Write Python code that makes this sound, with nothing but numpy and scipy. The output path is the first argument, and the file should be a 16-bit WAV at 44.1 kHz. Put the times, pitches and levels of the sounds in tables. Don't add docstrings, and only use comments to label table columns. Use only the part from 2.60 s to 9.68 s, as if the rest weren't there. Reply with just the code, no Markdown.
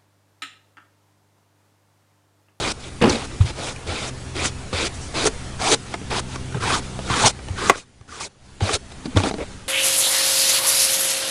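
import sys
import numpy as np
from scipy import signal
from scipy.io import wavfile
from scipy.ndimage import uniform_filter1d

SR = 44100
rng = np.random.default_rng(int(sys.argv[2]) if len(sys.argv) > 2 else 0)


def volts_from_db(level):
    exponent = np.asarray(level, float) / 20
    return 10 ** exponent


def bounce(signal):
    frames = np.transpose(np.atleast_2d(signal))
    limited = np.clip(frames, -1, 1)
    pcm = np.round(limited * 32767).astype(np.int16)
    wavfile.write(sys.argv[1], SR, pcm)


N = 312228
T = np.arange(N) / SR

# (time [s], gain [dB])
RECORDER_GAIN = [(0.17, -3), (0.72, 1.5), (1.21, -0.6), (2.85, 3), (3.21, -0.2), (4.33, 2), (4.8, -3),
                 (4.95, 0.8), (5.1, -2), (5.25, -17), (5.4, -17), (5.5, -15), (5.78, -17.5), (5.86, -11),
                 (6.24, -6), (6.55, -1.5), (6.92, -1.5), (7.05, -5.5)]


def evened(x):
    return x / np.sqrt(np.mean(x ** 2) + 1e-20)


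def add(mix, s, sound):
    part = mix[round(s * SR):][:len(sound)]
    part += sound[:len(part)]


def curve(rows, axis):
    rows = np.array(rows)
    return np.interp(T, rows[:, 0], rows[:, axis])


def colour(x, points, patchy_db, size=512):
    hz, _, z = signal.stft(x, SR, nperseg=size, noverlap=size * 3 // 4)
    f, db = np.transpose(points)
    shape_db = np.interp(np.log(hz + 1), np.log(f + 1), db, left=-70, right=-70)
    patches = uniform_filter1d(rng.standard_normal(z.shape), size=5, axis=0)
    patches = uniform_filter1d(patches, size=12, axis=1)
    z = z * volts_from_db(shape_db[:, None] + patchy_db * evened(patches))
    return evened(signal.istft(z, SR, nperseg=size, noverlap=size * 3 // 4)[1][:N])


def resonate(x, hz, width):
    turn = np.exp(2j * np.pi * np.cumsum(hz) / SR)
    r = np.exp(-np.pi * width / SR)
    return 2 * (turn * signal.lfilter([1 - r], [1, -r], x / turn)).real


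def motor():
    # (time [s], shaft speed [Hz], load [dB])
    shaft = [(0, 63.82, -43.5), (1.2, 63.9, -46.5), (1.5, 63.8, -38), (2, 64.03, -41.5), (2.3, 63.7, -46),
             (2.8, 64.1, -44.5), (3.6, 63.76, -38.5), (4.5, 64.14, -38.5), (5.08, 64, -45.5),
             (6.3, 64.6, -47), (7.08, 63.45, -51)]
    # (multiple of the shaft speed, level [dB], drift [dB per s])
    orders = [(1, -5.5, 2), (2, 0, 0), (3, -7, 1.9), (4, -10, 1.5), (5, -22, -2.5), (6, -13.5, 0),
              (7, -43, 1), (8, -18, 0.5)]
    turns = np.cumsum(curve(shaft, axis=1)) / SR
    lines = np.zeros(N)
    for k, db, drift_db in orders:
        waver = evened(uniform_filter1d(rng.standard_normal(N), size=8000))
        level_db = db + drift_db * (T - 3.5) + 1.2 * waver
        lines += volts_from_db(level_db) * np.sin(2 * np.pi * k * turns + 0.379 * k ** 2)
    load_db = curve(shaft, axis=2) + curve(RECORDER_GAIN, axis=1)
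    peak_s, rise_db_per_s, fall_db_per_s = 1.8, 60, 28.5
    away_db = np.maximum(rise_db_per_s * (peak_s - T), fall_db_per_s * (T - peak_s))
    hum = volts_from_db(-33 - away_db) * np.sin(2 * np.pi * 84.8 * T)
    return np.sqrt(2) * (volts_from_db(load_db) * lines + hum)


def background():
    # (frequency [Hz], density [dB per Hz])
    air_tone = [(120, -28.5), (200, -13.5), (225, -2.5), (280, -9.5), (385, -11), (597, -15), (742, -14.5),
                (1070, -17.5), (1500, -18), (3730, -22.5), (8500, -25.5), (10600, -28.5), (11200, -64),
                (14500, -76), (22000, -120)]
    # (frequency [Hz], density [dB per Hz])
    rumble_tone = [(4.7, -32), (8.0, 14), (16, -5), (27, -4.5), (86, 1.5), (133, -7), (156, -7.5),
                   (197, -11), (231, -26), (260, -22), (340, -49), (570, -120)]
    hiss = colour(rng.standard_normal(N), air_tone, patchy_db=2.0, size=1024)
    rumble = colour(rng.standard_normal(N), rumble_tone, patchy_db=0.5, size=4096)
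    gain_db = curve(RECORDER_GAIN, axis=1)
    return volts_from_db(-40 + gain_db) * hiss + volts_from_db(-37.5 + 1.1 * gain_db) * rumble


def flicks(spread_db):
    size = volts_from_db(spread_db * np.minimum(rng.exponential(1, N), 4)) * rng.standard_normal(N)
    flicks_per_s = 20000
    return evened(size * (rng.random(N) < flicks_per_s / SR))


def grit():
    size = volts_from_db(1.2 * np.minimum(rng.exponential(1, N), 2)) * np.tanh(rng.standard_normal(N))
    jolts_per_s = 1500
    return evened(size * (rng.random(N) < jolts_per_s / SR))


def strokes():
    # (share of the stroke, level lost [dB],
    # tip fizz [dB], block drag [dB], resonance ratio)
    sweeps = [
        (0.0, .123, -28, -3, 590),
        (1.268, 0.23, -32.5, -3, 550),
        (1.751, 0.114, -28, 1.5, 470),
        (2.13, 0.15, -25.5, 0, 416),
        (2.542, 0.098, -25.5, 0.5, 650),
        (3.504, 0.099, -26.5, 0.5, 844),
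    ]
    sweep = [(0, 7, -6.5, 6, 0.68), (.28, 1.5, -10, -1, 1.11), (.88, 1.5, -4, 0, 0.85),
             (1, 2, -1.5, 1, 0.58)]
    swells = [
        (0.955, 0.18, -31, 2.7, 520),
        (2.99, 0.11, -23, 3.95, 710.5),
        (4.0, 0.201, -25, 3.8, 1016),
        (4.478, 0.15, -24.5, 3.3, 1070),
        (4.958, 0.15, -29, 4.3, 1078),
    ]
    swell = [(0, 15, -4, 4, 1.4), (0.199, 2.5, -6.5, 3.5, .99), (0.749, 1, -3.5, 0, 1.15),
             (1, 13.5, 0.5, 2, 0.55)]
    flick_strokes = [
        (1.842, 0.06, -26.5, -3, 465),
        (2.647, 0.042, -16.5, 10.5, 444),
        (5.16, 0.082, -46, -6.5, 602),
        (6.128, 0.046, -22, 2, 478),
    ]
    flick = [(0, 5, -4, 2, 1.1), (.2, -1.5, -0.5, 0.5, 0.89), (.6, 2, 0, -7, .99), (1, 17.5, -3, 4, 0.94)]
    scuffs = [
        (0.495, 0.165, -37.5, -10.5, 447),
        (5.11, 0.058, -42.5, -4, 834),
        (6.445, 0.021, -39, 7, 343),
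    ]
    scuff = [(0, 2.5, -5.5, 13, .95), (0.201, 0.5, -8, 4.6, 0.55), (.75, 0.5, -8.5, 2.2, 1.93),
             (1, 1.8, -1, 12, 1.1)]
    rubs = [
        (0.417, 0.077, -30.5, -3, 330),
        (3.95, 0.033, -44.5, 0.5, 435),
    ]
    rub = [(0, -1.5, -19, 13, .98), (.2, 0, -29, 11, 0.79), (.75, 2.5, -22, 15, 0.94),
           (1, 6, -14, 11, 0.94)]
    grazes = [
        (0.195, 0.099, -38.5, 3.5, 498),
        (0.853, 0.061, -32, 0.5, 534),
        (3.26, 0.096, -37.5, 5.5, 640),
        (3.68, 0.086, -36, 5, 600),
        (4.22, 0.089, -46, -5, 430),
        (4.39, 0.073, -35, 9, 477.4),
        (6.3, 0.029, -40, 8, 622),
    ]
    graze = [(0, 8.1, -1, 8.5, 0.68), (.3, 2, -9, -7, 1.5), (.8, 4.7, -4.5, 3.5, 1), (1, 7.6, -4, 5, 0.93)]
    wisps = [
        (2.34, .04, -49.5, 0.0023, 477),
        (2.405, 0.081, -49, 0, 530),
    ]
    wisp = [(0, 1, 7, -11, 1.1), (.3, 1, 7.4, -6, .99), (.7, 4, 8, -12, 1.01), (1, 5, 6, -1, 1.01)]
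    lunges = [
        (3.112, .037, -17, 1.9, 447),
        (4.656, .029, -13.5, 1, 780),
    ]
    lunge = [(0, 6.5, -0.91, -9, 0.88), (.15, -1.5, -1.3, -2.5, 0.89), (.8, 4, 0, -3.5, .99),
             (1, 4, 0, -4.5, 0.64)]
    digs = [
        (4.638, .018, -19, 3.5, 823),
        (6.559, 0.081, -35, -4.5, 524),
        (6.634, 0.076, -31, -0.5, 658),
    ]
    dig = [(0, -1, -15, 4, 1.02), (.2, 1.5, -5, 6.7, 1.01), (.8, 2, -3, 4, .99), (1, 16, -11.5, 3.7, 0.78)]
    trails = [
        (3.149, 0.016, -40, 0.5, 440),
        (4.685, 0.03, -31, -1.5, 784),
    ]
    trail = [(0, 3, 0, -1, 0.69), (.2, -4.5, 0, -8, 0.69), (.8, 4, 0, -1.5, .99), (1, 8.5, 0, -6.5, 0.95)]
    slides = [
        (6.782, 0.061, -43, 0, 553),
    ]
    slide = [(0, 8.6, -32, 13, 0.93), (.4, 1, -38, 12, 1), (.7, 2, -40, 12, 1.1), (1, 12, -32, 15, 1.4)]
    glides = [
        (5.478, .12, -45, 3, 1096),
    ]
    glide = [(0, 9.5, -1, 4.5, 1.05), (.4, -1.5, 0, 2, 1.2), (.8, -1, -1, -1.5, .85), (1, 3, -6, 1, 0.67)]
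    drops = [
        (5.6, 0.08, -34.5, -2, 1000),
    ]
    drop_kind = [(0, 3, -0.5, -4.5, 0.74), (.2, 1.5, -1, -5, 1.06), (.65, 3, 2, -4, .68),
                 (1, 14.5, 1, 3, 0.44)]
    pulls = [
        (0.806, .03, -40, -2.5, 700),
        (6.007, .12, -28.5, 5, 431),
    ]
    pull = [(0, 2.5, -14, 4, .95), (.2, .5, -7, 4.2, 1.6), (.75, .5, -5.5, 2.5, 1.2), (1, 2, -3, 1, 1.1)]
    kinds = ((sweeps, sweep), (swells, swell), (flick_strokes, flick), (scuffs, scuff), (rubs, rub),
             (grazes, graze), (wisps, wisp), (lunges, lunge), (digs, dig), (trails, trail),
             (slides, slide), (glides, glide), (drops, drop_kind), (pulls, pull))
    starts = np.sort([row[0] for events, _ in kinds for row in events] + [N / SR + 1])
    run_on_s = 0.015
    out = []
    for events, kind in kinds:
        share, lost_db, fizz_db, drag_db, ratio = np.transpose(kind)
        for s, length, db, build_db, hz in events:
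            room = starts[starts > s][0] - s - 2 / SR
            lifts = np.append(np.ones(len(share) - 1), room > length + run_on_s)
            to_build = np.clip(1 - (share - share[1]) / (share[2] - share[1]), 0, 1)
            level_db = db - lifts * lost_db - build_db * to_build
            press_db = 2.5 * np.log2(hz / 500)
            times = s + (length if lifts[-1] else room) * np.clip(share, 0, 1)
            out.append(np.transpose([times, level_db, fizz_db, drag_db + press_db, hz * ratio]))
    return out


def brush():
    # (frequency [Hz], density [dB per Hz])
    bristle_tone = [(880, -46), (1500, 12), (1590, -22), (1880, -3.5), (2520, 4), (2860, -5.5), (3870, -2),
                    (5230, -4), (5790, -3.5), (7380, -5.5), (9730, -10), (10700, -18), (11100, -78.5),
                    (14500, -66), (22000, -120)]
    # (frequency [Hz], density [dB per Hz])
    drag_tone = [(71, 11.5), (120, -11), (216, 4), (443, 5.5), (598, -4.5), (771, 0), (950, -3.5),
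                 (1390, -2), (1900, -6.5), (2470, -45.5), (4180, -120)]
    played = strokes()
    rows = np.concatenate(played)
    rows = rows[np.argsort(rows[:, 0])]
    level_db, fizz_db, drag_db, well_hz = [curve(rows, axis) for axis in (1, 2, 3, 4)]

    contact = np.zeros(N)
    for stroke in played:
        contact[max(round(stroke[0][0] * SR), 0):round(stroke[-1][0] * SR)] = 1
    contact = uniform_filter1d(contact, size=480) ** 0.85
    clicks = flicks(spread_db=-0.6)
    grip = evened(uniform_filter1d(rng.standard_normal(N), size=400))
    level = contact * volts_from_db(uniform_filter1d(level_db, size=240) + 0.18 * grip)

    low_tone = [p for p in bristle_tone if p[0] < 3900]
    high_tone = [p for p in bristle_tone if 2800 < p[0] < 5400]
    fizz_tone = [p for p in bristle_tone if p[0] > 5000]
    low = colour(clicks, low_tone, patchy_db=2.5, size=256)
    high = colour(flicks(spread_db=-1.5), high_tone, patchy_db=2.5, size=256)
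    tips = volts_from_db(0.5 * fizz_db + 3.5)
    rasp = (low + tips * high) / np.sqrt(1 + tips ** 2)
    fizz = colour(clicks, fizz_tone, patchy_db=2.0, size=256)

    weight = np.clip(drag_db / 14, 0, 1)
    jolts = (1 - weight) * flicks(spread_db=-1.5) + weight * grit()
    deep = colour(jolts, [p for p in drag_tone if p[0] < 700], patchy_db=-1.5)
    drag = evened(colour(jolts, drag_tone, patchy_db=3.5) + 0.8 * weight * deep)

    wander = 1 + 0.073 * evened(uniform_filter1d(grip, size=900))
    well = evened(resonate(clicks, wander * well_hz, width=134))
    gap = evened(resonate(clicks, 1.34 / wander * well_hz, width=246))
    well_db = -5.5 + 5 * np.log2(well_hz / 500)
    block = evened(drag + volts_from_db(well_db) * well + volts_from_db(-6) * gap)
    return level * (rasp + volts_from_db(fizz_db) * fizz + volts_from_db(drag_db) * block)


def tufts():
    # (start [s], length [s], level [dB], centre [Hz])
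    springs = [(1.76, 0.083, -32, 2300), (2.135, 0.15, -35, 2300), (2.187, 0.07, -36, 3800),
               (2.55, .08, -36, 4000), (2.56, 0.079, -36, 1500), (6.129, .035, -31, 2800),
               (6.128, 0.042, -32, 4300), (6.795, .04, -39, 2200), (0.414, 0.016, -24.5, 2700),
               (0.441, .012, -25, 2750), (0.095, 0.034, -35, 5500), (0.858, .02, -39, 2100),
               (5.604, .05, -44, 2400), (6.574, .04, -38, 2350)]
    out, clicks = np.zeros(N), flicks(spread_db=-1.5)
    for s, length, db, hz in springs:
        part = clicks[round(s * SR):round((s + length) * SR)]
        centre_hz = np.full(len(part), hz)
        ring = resonate(resonate(part, centre_hz, width=420), centre_hz, width=420)
        add(out, s, volts_from_db(db) * np.sqrt(np.hanning(len(part))) * evened(ring))
    return out


def ticks():
    # (time [s], peak [dB], centre [Hz])
    plastic = [(.239, -25, 3300), (.406, -25, 2150), (1.765, -15, 2300), (1.785, -23, 2250),
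               (0.4155, -20, 3500), (0.424, -10.5, 2680), (0.4425, -19, 4500), (.458, -22, 5200),
               (.467, -23, 2100), (0.479, -14.5, 2600), (0.495, -6, 5900), (0.5, -9.5, 4260),
               (.522, -20.5, 5000), (.672, -33, 5500), (.805, -34, 3770), (1.1617, -25.5, 2500),
               (3.3398, -17.5, 2080), (3.7556, -26, 2300), (3.9457, -29, 2182), (4.39, -28, 2970),
               (4.79, -44, 2370), (4.8841, -24, 2900), (5.0966, -5, 6400), (5.1021, -7.5, 2160),
               (6.0041, -26, 2000), (6.456, -23, 4730), (6.557, -30, 2320), (6.564, -26, 2300),
               (6.571, -9, 3620), (6.578, -21, 2420), (6.59, -33, 2300), (6.6, -28, 1900),
               (6.634, -29, 2250), (6.635, -16.5, 3700), (6.658, -25, 3020), (6.668, -29, 3620),
               (6.712, -24, 3900), (6.74, -26.5, 4300), (6.781, -38, 2370), (6.794, -40, 2300),
               (6.8015, -36.5, 2270), (6.811, -38, 2180), (6.8186, -40.5, 2240), (6.828, -59, 2320)]
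    out, t = np.zeros(N), T[:3000]
    wide = signal.butter(2, [1800, 8500], "band", fs=SR)
    fade_db = -60 * t / 0.022
    for s, db, hz in plastic:
        noise = rng.standard_normal(len(t))
        centre_hz = np.full(len(t), hz)
        narrow = resonate(resonate(noise, centre_hz, width=550), centre_hz, width=550)
        centre = evened(signal.lfilter(*wide, narrow))
        snap = volts_from_db(-4.5 + fade_db) * evened(signal.lfilter(*wide, noise))
        add(out, s, 0.5 * volts_from_db(db + fade_db) * (centre + snap) * np.minimum(t / 0.00025, 1))
    return out


def knocks():
    # (time [s], peak [dB], ring [Hz], hardness [dB per octave])
    blows = [(0.418, -14, 450, 1), (0.437, -4.5, 436, 7), (0.454, -5, 428, 4.5), (0.711, -34, 510, 12),
             (2.128, -12, 500, -1.5), (2.543, -34, 600, 10), (2.656, -15, 407, 11.5), (2.673, -9, 402, 5),
             (3.123, -7, 454, 4.5), (3.137, -8.5, 442, 3), (3.339, -9.5, 694, 7.5), (3.414, -25.5, 430, -8),
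             (3.758, -15, 1074, 1), (3.923, -22, 1460, 1), (3.943, -29.5, 408, 18), (4.389, -16.5, 640, 3),
             (4.499, -8.5, 1074, 0.5), (4.789, -29.5, 620, 11.5), (4.884, -20.5, 900, -3.5),
             (5.0956, 12.5, 1080, 1.5), (5.41, -35.5, 1120, -2), (6.0055, -15, 814, 5.5),
             (6.09, -14, 445, 9.5), (6.458, -19.5, 587, -4), (6.531, -30, 413, 3), (6.563, -12, 500, 5),
             (6.57, -5, 605, 7.5), (6.583, -15, 695, 8), (6.601, -11.5, 800, -6), (6.619, -19.5, 700, -4),
             (6.635, -9, 622, -6), (6.669, -14, 759, -10), (6.71, -14.5, 640, -3), (6.739, -15, 624, -6),
             (6.782, -20.5, 478, -6)]
    # (ratio to the ring, level [dB])
    modes = [(0.329, -3), (.5, -9), (.65, -1.5), (1.001, 4), (1.22, -6), (1.5, -7), (1.849, -5),
             (2.15, -10.5), (2.5, -12.5), (3.001, -17.5), (3.7, -18.5)]
    out, t = np.zeros(N), T[:6000]
    for s, db, hz, hard_db in blows:
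        t60 = 0.049 * (500 / hz) ** 0.78
        ring = np.zeros(len(t))
        for k, mode_db in modes:
            chance = rng.random()
            mode_hz = hz * k * (0.987 + 0.088 * chance)
            fade = volts_from_db(mode_db + hard_db * np.log2(k) - 60 * t * k ** 0.32 / t60)
            ring += fade * np.cos(2 * np.pi * (mode_hz * t - 0.74 * chance))
        body = signal.butter(2, [0.13 * hz, 5.5 * hz], "band", fs=SR)
        crack = evened(signal.lfilter(*body, rng.standard_normal(len(t))))
        ring += volts_from_db(2 - 60 * t / (0.37 * t60)) * crack
        add(out, s + 0.000975, 0.27 * volts_from_db(db) * ring * np.minimum(t / 0.00081, 1))
    return out


def cabin(x):
    at = np.arange(60, 5000, 22)
    at = at + rng.integers(0, 22, len(at))
    taps = np.zeros(5100)
    taps[at] = rng.choice([-1., 1.], len(at)) * volts_from_db(-60 * at / SR / 0.081)
    soft = signal.lfilter(*signal.butter(1, 2000, fs=SR), taps / np.linalg.norm(taps))
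    return signal.oaconvolve(x, soft)[:N]


def thumps():
    # (time [s], peak [dB], pan [Hz], t60 [s])
    pan_thumps = [(0.419, -6, 217, 0.14), (0.438, -1.5, 223, 0.18), (0.468, -7, 261, 0.16),
                  (0.513, -11.5, 280, 0.22), (0.802, 11, 95.2, 0.082), (0.839, 0.5, 112, 0.073),
                  (0.894, -14, 62.3, 0.11), (1.283, -12, 86.5, 0.13), (2.132, -7, 80.4, 0.088),
                  (3.944, -11, 150, 0.12), (4.049, -9, 72.6, 0.11), (4.501, -0.5, 113, 0.068),
                  (4.899, -7, 89, 0.1), (5.053, -17, 77.1, 0.14), (5.108, 2.5, 294, 0.032),
                  (5.404, -21, 107, 0.075), (5.485, -32, 77, 0.34), (6.018, 1, 98, 0.11),
                  (6.455, -2, 245, 0.045), (6.477, -15, 254, 0.19), (6.548, -0.5, 196, 0.035),
                  (3.965, -11, 113, 0.13), (4.007, -14, 105, 0.18), (6.56, 2.5, 96, 0.15),
                  (6.568, 4, 302, 0.049), (3.115, -10.5, 374, 0.15),
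                  (0.424, -17.5, 90, 0.22),
        (0.489, -11, 75, 0.13),
        (4.64, -6, 119.3, 0.14),
        (6.133, -7.5, 88.4, 0.065),
        (6.029, -14, 204.4, 0.13),
        (6.449, -37, 63.8, 0.1),
    ]
    # (time [s], peak [dB], ring [Hz], t60 [s])
    bumps = [(2.655, -5.5, 424, 0.11), (2.671, -3, 430, 0.11), (2.679, -9, 450, 0.091),
             (3.113, -11, 430, .1), (3.127, -8, 445, .1), (3.139, -5.5, 452, .1), (4.642, -13, 720, .1),
             (4.649, -11, 1200, .1), (4.658, -7, 700, 0.13), (4.664, -7, 850, .1), (4.669, -5, 730, 0.12),
             (4.676, -11.5, 890, .12), (6.093, -10, 1195, .08), (6.156, -12.5, 410, 0.1),
             (6.713, -19, 770, 0.16), (5.099, -5.5, 580, 0.11), (3.056, -10, 750, 0.14),
             (3.072, -11, 810, .12), (3.982, -28, 1290, 0.13), (6.741, -22, 625, 0.12),
             (6.638, -13, 780, 0.15), (5.572, -28, 440, 0.11), (5.658, -29.5, 400, .15),
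             (6.762, -21.5, 260, .15), (6.012, -14, 400, 0.084), (6.104, -17, 420, .12),
             (5.066, -16, 180, .1), (5.076, -22, 440, 0.074), (5.608, -22, 1150, .2),
             (5.524, -28, 1200, .2), (.53, -14, 230, 0.26), (5.099, -4.5, 680, .13),
             (3.341, -17.5, 350, 0.096), (4.39, -21, 520, 0.1), (6.462, -14, 300, .08)]
    out, t = np.zeros(N), T[:9000]
    for s, db, hz, t60 in pan_thumps + bumps:
        swell = 1 - np.exp(-(t * hz / 0.78) ** 2)
        fade = volts_from_db(db - 60 * t * (hz / 100) ** 0.5 / t60)
        add(out, s, 0.59 * fade * swell * np.sin(2 * np.pi * hz * t))
    return out


def squeak():
    length_s, start_hz, rise_hz = 0.06, 400, 200
    u = np.arange(0, length_s, 1 / SR) / length_s
    wobble = evened(uniform_filter1d(rng.standard_normal(len(u)), size=200))
    turns = np.cumsum(start_hz + rise_hz * u + 50 * wobble) / SR
    level = volts_from_db(-26.5 + 3.5 * np.roll(wobble, 300)) * np.sin(np.pi * u)
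    out = np.zeros(N)
    add(out, 6.785, level * np.sin(2 * np.pi * turns))
    return out


def scene():
    hits = knocks() + ticks()
    near = brush() + hits + thumps() + volts_from_db(-10.5) * cabin(hits)
    return (near + motor() + background() + squeak() + tufts())[None]


def top_cut(x):
    return signal.sosfilt(signal.butter(12, 11280, fs=SR, output="sos"), x)


def record(dry):
    over = np.maximum(abs(dry) - 0.6, 0)
    softened = dry - 0.5 * np.sign(dry) * over
    low_pass = signal.firwin(95, 11250, window=("kaiser", 8), fs=SR)
    band = signal.oaconvolve(softened, low_pass[None], "same")
    return top_cut(band)


dry = scene()
out = record(dry)
bounce(out)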